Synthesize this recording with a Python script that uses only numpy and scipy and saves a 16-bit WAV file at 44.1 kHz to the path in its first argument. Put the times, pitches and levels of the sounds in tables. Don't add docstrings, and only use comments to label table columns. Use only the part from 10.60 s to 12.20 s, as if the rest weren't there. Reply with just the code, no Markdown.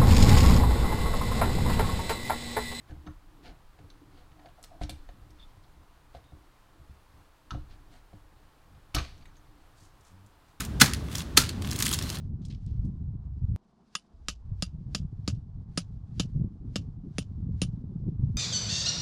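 import sys
import numpy as np
from scipy import signal
from scipy.fft import rfft, irfft
from scipy.io import wavfile
from scipy.ndimage import uniform_filter1d

SR = 44100
rng = np.random.default_rng(int(sys.argv[2]) if len(sys.argv) > 2 else 0)


def waveform_to_disk(signal):
    frames = np.transpose(np.atleast_2d(signal))
    scaled = np.clip(frames, -1, 1) * 32767
    samples = np.round(scaled).astype(np.int16)
    wavfile.write(sys.argv[1], SR, samples)


def amplitude_ratio(level_db):
    exponent = np.asarray(level_db, float) / 20
    return 10 ** exponent


N = 70560

# f/Hz, level/dB
RUMBLE_COLOUR = [(12, -57), (28, -17.5), (65, -5), (130, -8), (230, -14.5), (340, -21), (480, -28.5),
                 (800, -32), (1200, -33.5)]
# t/s, level/dB
TRAFFIC_SWELL = [(0, -0.5), (.09, -1.5), (.18, -1), (.3, 0.5), (.4, 2), (.5, 0), (.6, 1), (.72, -3),
                 (.8, 1), (.9, -1.5), (1.0, 0.5), (1.1, 0), (1.25, -0.5), (1.39, 0), (1.5, -0.5),
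                 (1.6, 0.5)]
# f/Hz, level/dB
HISS_COLOUR = [(1200, -10.5), (1600, -12), (2300, -19), (3500, -18), (6000, -25.5), (10000, -31),
               (16000, -36)]
# t/s, f/Hz, level/dB
ENGINE_DRIFT = [(0, 75.1, -47), (.17, 62.5, -34), (.4, 66, -42.5), (.7, 66.5, -36.5), (0.801, 59.7, -41),
                (0.899, 88.3, -38.5), (1.0, 91.8, -41), (1.12, 115.6, -39), (1.25, 114.6, -46),
                (1.32, 69.2, -49), (1.42, 96.3, -38.5), (1.5, 63.8, -51), (1.6, 58, -31)]
# f/Hz, fade time/s
ECHO_FADE = [(150, 0.39), (600, 0.04), (1500, 0.38), (4000, 0.34), (8000, 0.26), (15000, 0.2)]
# t/s, level/dB
CASE_LOAD = [(0, -46), (.1, -48), (.3, -48), (.45, -51), (.62, -50), (.72, -46), (.8, -65), (.88, -44.5),
             (.97, -40), (1.05, -41), (1.15, -37.5), (1.25, -40.5), (1.319, -34), (1.38, -50),
             (1.43, -38.5), (1.53, -49), (1.6, -40)]
# t/s, level/dB
SLIDE_LEVEL = [(1.0, -83), (1.08, -62), (1.2, -67), (1.37, -62), (1.42, -49), (1.6, -56)]
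# t/s, level/dB
HAND_PRESSURE = [(0, -36.5), (0.066, -53.5), (.085, -78), (.5, -57.5), (0.533, -44), (0.622, -43.5),
                 (.64, -93), (0.999, -65), (1.052, -48.5), (1.171, -47.5), (1.2, -41), (1.349, -42.5),
                 (1.37, -52), (1.45, -47), (1.561, -43), (1.6, -74)]
# f/Hz, level/dB
CREAK_COLOUR = [(500, -33), (1000, -2), (2000, -2), (3500, -2), (6500, -6), (10000, -8), (16000, -16)]
# t/s, level/dB, pitch f/Hz,
# length/s
PLASTIC_SNAPS = [(.0001, -40, 4300, 0.0018), (.0046, -21, 6560, 0.0043), (.0072, -22, 1530, 0.0048),
                 (.0502, -26.5, 6750, 0.0023), (0.335, -13.5, 4560, 0.002), (0.3464, -26, 4480, 0.0028),
                 (0.485, -30.5, 2020, .002), (0.528, -27.5, 2999, 0.0013), (0.532, -40, 6100, 0.0021),
                 (0.5517, -20, 3200, 0.0021), (0.5544, -20.5, 5830, 0.0032), (0.571, -33, 7700, 0.0039),
                 (0.581, -25, 6240, 0.0055), (.594, -29, 3230, 0.0028), (.598, -31, 4000, 0.0035),
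                 (.605, -24, 3270, 0.0024), (.618, -30.5, 4030, 0.0038), (0.8915, -20, 4200, 0.004),
                 (1.021, -26.5, 4140, 0.0037), (1.0218, -30, 2600, 0.0034), (1.0463, -23, 2370, 0.0022),
                 (1.05, -27.5, 1950, 0.0033), (1.074, -22, 2970, 0.0009), (1.0748, -33.5, 13000, 0.0015),
                 (1.089, -31, 4500, 0.0026), (1.099, -30, 2980, .002), (1.108, -28, 5900, 0.0027),
                 (1.113, -20.5, 5460, 0.003), (1.124, -22.5, 2480, 0.0037), (1.13, -23, 6400, 0.0026),
                 (1.1572, -27, 3450, 0.0018), (1.1607, -20, 6540, 0.0015), (1.165, -28, 10200, 0.0017),
                 (1.189, -19.5, 6270, 0.0034),
                 (1.2, -23.5, 6040, 0.003), (1.2029, -18, 8200, 0.0021), (1.215, -30, 8100, 0.0015),
                 (1.206, -18.5, 2830, 0.005), (1.2238, -10.5, 6800, 0.0015), (1.2247, -10, 4330, 0.0018),
                 (1.2275, -20, 6800, 0.0036), (1.241, -27, 6430, 0.0017), (1.2498, -24, 9100, 0.0029),
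                 (1.2531, -19.5, 4900, 0.0019), (1.2556, -18, 6700, 0.0025), (1.261, -14, 3200, 0.0015),
                 (1.2645, -16, 9000, 0.003), (1.267, -12, 2100, 0.0018), (1.2792, -20.5, 8500, 0.0024),
                 (1.281, -24, 4000, 0.0023), (1.283, -23, 3200, 0.002), (1.2908, -21, 9500, 0.0024),
                 (1.2915, -27, 4000, 0.0016), (1.3125, -20, 3440, 0.0028), (1.315, -20, 11100, .0012),
                 (1.3155, -20.5, 1400, 0.0021), (1.322, -28, 10900, 0.0012), (1.328, -16, 6660, .0012),
                 (1.3305, -21, 6800, 0.0025), (1.331, -20, 3440, .003), (1.3336, -25, 3420, 0.0041),
                 (1.3362, -15, 6750, 0.0032), (1.341, -20, 10100, 0.0022), (1.3426, -20.5, 6940, 0.0025),
                 (1.344, -21, 4020, 0.0023), (1.348, -21, 4100, 0.0015), (1.3877, -22, 3040, 0.0034),
                 (1.388, -20, 5100, 0.0039), (1.412, -24, 1850, 0.003), (1.424, -23.5, 5600, 0.0031),
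                 (1.436, -29, 5030, 0.0022), (1.492, -25, 4200, 0.0031), (1.5006, -18.5, 5420, 0.0027),
                 (1.555, -25.5, 3950, 0.0014), (1.571, -25, 2500, 0.0025), (1.586, -32, 8700, 0.0022)]
# f/Hz, level/dB
PLASTIC_COLOUR = [(290, -71), (500, -47), (807, -2), (1180, 3), (2190, -6.5), (3250, -2.5), (5970, -6.5),
                  (6700, -4.5), (16000, -7.5)]
DROPS = [
    .2188,
    .7795,
]
# f/Hz, level/dB, time to fade by 60 dB/s, head start/s
CHAMBER_TONES = [
    [(143, -16, 0.15, 0.00012), (210, -8.5, 0.06, 0.0047), (251, -8.5, 0.06, 0.00412),
     (454, -24.5, 0.056, 0.0018), (870, -19.5, 0.039, 0.00325), (1310, -7.5, 0.016, 0.00291),
     (1455, -7.5, 0.028, 0.002), (2470, -16.5, 0.02, 0.0065), (1694, -12.5, 0.039, 0.00206),
     (1970, -12.5, 0.038, 0.000995), (3420, -15, 0.043, 0.0077), (4150, -11, 0.033, 0.003)],
    [(143.1, -24, 0.15, 0.00012), (255.4, -22, 0.11, 0.00084), (311, -16.5, 0.04, 0.0035),
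     (396, -15.5, 0.024, 0.0028), (463, -28, 0.029, 0.0021), (843, -19.5, 0.023, 0.00393),
     (982, -26.5, 0.06, 0.0013), (1377, -24.5, .15, 0.00211), (1710, -27, 0.053, 0.00193),
     (1820, -32, 0.039, 0.00205), (3200, -4, 0.0093, .007), (1472, -17.5, 0.039, 0.00609),
     (2620, -7.5, 0.014, 0.0057), (4200, -1.5, 0.011, .0035), (4650, -6, 0.011, .003)],
]
# stretch starts t/s, rip starts t/s, gives way t/s, rip level/dB, stretch level/dB
FOIL_SEALS = [
    (0.198, 0.2105, 0.22, -12, -24),
    (0.765, 0.7715, 0.778, -10, -30),
]
# f/Hz, level/dB
FOIL_COLOUR = [(300, -28.5), (1050, -15.5), (1300, -3.5), (2300, -10), (4500, -6), (8000, -9), (11000, -14),
               (16000, -21.5)]


def evened(x):
    return x / np.sqrt(np.mean(x ** 2) + 1e-20)


def read(points, hz):
    f, value = np.transpose(points)
    return np.interp(np.log(hz + 1), np.log(f + 1), value)


def over_time(points, before=None):
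    return np.interp(np.arange(N) / SR, *np.transpose(points), left=before)


def wander(width):
    once = uniform_filter1d(rng.standard_normal(N), size=width)
    return evened(uniform_filter1d(once, size=width))


def add(mix, s, sound):
    part = mix[round(s * SR):][:len(sound)]
    part += sound[:len(part)]


def colour(x, points):
    level_db = read(points, abs(np.fft.fftfreq(4096, 1 / SR)))
    log_gain = np.log(amplitude_ratio(np.maximum(level_db, -100)))
    taps = np.fft.ifft(np.exp(np.conj(signal.hilbert(log_gain)))).real[:2048]
    return signal.oaconvolve(x, taps / np.linalg.norm(taps))[:len(x)]


def clicks(size, per_s, spread_db):
    u = rng.random((size, 3))
    happens = u[:, 0] < per_s / SR
    sign = np.sign(u[:, 1] - 0.5)
    strength = amplitude_ratio(spread_db * np.minimum(-np.log(u[:, 2] + 1e-9), 4))
    return evened(happens * sign * strength)


def background():
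    rumble_db, lumps_db, hiss_db = -34.5, 1, -54.5
    hz = np.fft.rfftfreq(N, 1 / SR)
    a, b = rng.standard_normal((2, N))
    low = evened(irfft(rfft(a) * amplitude_ratio(read(RUMBLE_COLOUR, hz)) * (hz < 1200), N))
    rumble = low * amplitude_ratio(rumble_db + lumps_db * wander(1500) + over_time(TRAFFIC_SWELL))
    hiss = evened(irfft(rfft(b) * amplitude_ratio(read(HISS_COLOUR, hz)) * (hz > 1200), N))
    return rumble + amplitude_ratio(hiss_db) * hiss


def drone():
    width_hz, fuzz_share = 15, 0.57
    s, hz, db = np.transpose(ENGINE_DRIFT)
    t = np.arange(N) / SR
    a, b = rng.standard_normal((2, N))
    fuzz = signal.sosfilt(signal.butter(2, width_hz / 2, fs=SR, output="sos"), a + 1j * b)
    turn = np.exp(2j * np.pi * np.cumsum(np.interp(t, s, hz)) / SR)
    hum = ((1 + fuzz_share * fuzz / np.std(fuzz)) * turn).real
    return amplitude_ratio(np.interp(t, s, db)) * evened(hum)


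def garage(x):
    early_db, early_fade_s = -11, 0.067
    tail_db, scatter_db = -12, 2
    taps = np.zeros(4000)
    at = np.arange(60, len(taps) - 20, 16)
    taps[at + rng.integers(0, 16, len(at))] = rng.choice([-1., 1.], len(at))
    bounces = taps * amplitude_ratio(-60 * np.arange(len(taps)) / SR / early_fade_s)
    early = signal.fftconvolve(x, bounces / np.linalg.norm(bounces))[:N]

    hz, t, z = signal.stft(x, SR, nperseg=256, noverlap=192)
    keep = amplitude_ratio(-120 * t[1] / read(ECHO_FADE, hz))
    power = uniform_filter1d(abs(z) ** 2, size=7, axis=0)
    power = np.array([signal.lfilter([0, 0, 0, 1 - k], [1, -k], p) for k, p in zip(keep, power)])
    a, b = rng.standard_normal((len(t), len(hz), 2)).T
    diffuse = np.sqrt(abs(2 * power)) * (a + 1j * b)
    tail = signal.istft(diffuse, SR, nperseg=256, noverlap=192)[1][:N]
    return amplitude_ratio(early_db) * early + amplitude_ratio(tail_db + scatter_db * wander(80)) * tail


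def groan():
    band = signal.butter(3, [90, 290], "band", fs=SR, output="sos")
    dull = signal.sosfilt(band, rng.standard_normal(N))
    return amplitude_ratio(over_time(CASE_LOAD)) * evened(dull)


def squeak():
    hz, width_hz, patchy_db = 4200, 268, 2
    fuzz = evened(signal.lfilter(*signal.iirpeak(hz, hz / width_hz, SR), rng.standard_normal(N)))
    return amplitude_ratio(over_time(SLIDE_LEVEL, before=-120) + patchy_db * wander(600)) * fuzz


def creak():
    per_s, spread_db, flicker_db = 12000, 1.5, 3
    level = amplitude_ratio(over_time(HAND_PRESSURE) + flicker_db * wander(100))
    return colour(level * clicks(N, per_s, spread_db), CREAK_COLOUR)


def snaps():
    per_s, spread_db, rise_s = 22000, 2.5, 0.00031
    snap_db, peak_db, peak_q, band_q = -4.5, 3, 6.5, 0.4
    floor, roof = 0.43, 2.06
    out = np.zeros(N)
    t = np.arange(1500) / SR
    for s, db, hz, length in PLASTIC_SNAPS:
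        shape = np.minimum(t / rise_s, 1) * np.exp(-(t / max(length, 3e-4)) ** 2)
        spray = clicks(len(t), per_s, spread_db) * shape
        spray = spray * np.sqrt(length * SR / 2 / np.sum(spray ** 2))
        spray = signal.lfilter(*signal.butter(2, min(floor * hz, 4000), "high", fs=SR), spray)
        spray = signal.lfilter(*signal.butter(1, min(roof * hz, 18000), fs=SR), spray)
        band = signal.lfilter(*signal.iirpeak(hz, max(band_q, hz / 15000), SR), spray)
        peak = signal.lfilter(*signal.iirpeak(hz, peak_q, SR), spray)
        add(out, s, amplitude_ratio(db + snap_db) * (band + amplitude_ratio(peak_db) * peak))
    return colour(out, PLASTIC_COLOUR)


def ring(hz, fade_s, rise_s):
    t = np.arange(9000) / SR
    return np.minimum(t / rise_s, 1) * amplitude_ratio(-60 * t / fade_s) * np.sin(2 * np.pi * hz * t)


def blows():
    out = np.zeros(N)
    for s, tones in zip(DROPS, CHAMBER_TONES):
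        for hz, db, fade_s, lead in tones:
            add(out, s - lead, -amplitude_ratio(db) * ring(hz, fade_s, max(1.36 / hz, 0.001)))
    return out


def seals():
    rip_per_s, rip_spread_db = 23000, 3
    rip_rise_s, rip_start_db, rip_fall_s = 0.0037, -18, 0.001
    vent_db, vent_s = -11, 0.022
    stretch_rise_s = 0.0048
    t = np.arange(N) / SR
    level = np.zeros(N)
    for stretch, rip, free, rip_db, stretch_db in FOIL_SEALS:
        after = np.maximum(t - free, 0)
        grow = np.clip((t - rip) / rip_rise_s, 0, 1) ** 0.5
        tear = (t > rip) * amplitude_ratio(rip_db + rip_start_db * (1 - grow))
        fall = np.exp(-after / rip_fall_s) + amplitude_ratio(vent_db) * np.exp(-after / vent_s)
        strain = amplitude_ratio(stretch_db) * np.clip((t - stretch) / stretch_rise_s, 0, 1) * (t < free)
        level += tear * fall + strain
    return colour(level * clicks(N, rip_per_s, rip_spread_db), FOIL_COLOUR)


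def scene():
    far = background() + drone() + groan()
    near = squeak() + creak() + snaps() + blows() + seals()
    return (far + garage(near) + near)[None]


def band_limit(x):
    return signal.sosfilt(signal.butter(12, 16210, fs=SR, output="sos"), x)


def record(dry):
    clip, edge_hz = 1.25, 16000
    squeezed = clip * np.tanh(dry / clip)
    finished = signal.oaconvolve(squeezed, signal.firwin(255, edge_hz, fs=SR)[None], "same")
    return band_limit(finished)


dry = scene()
out = record(dry)
waveform_to_disk(out)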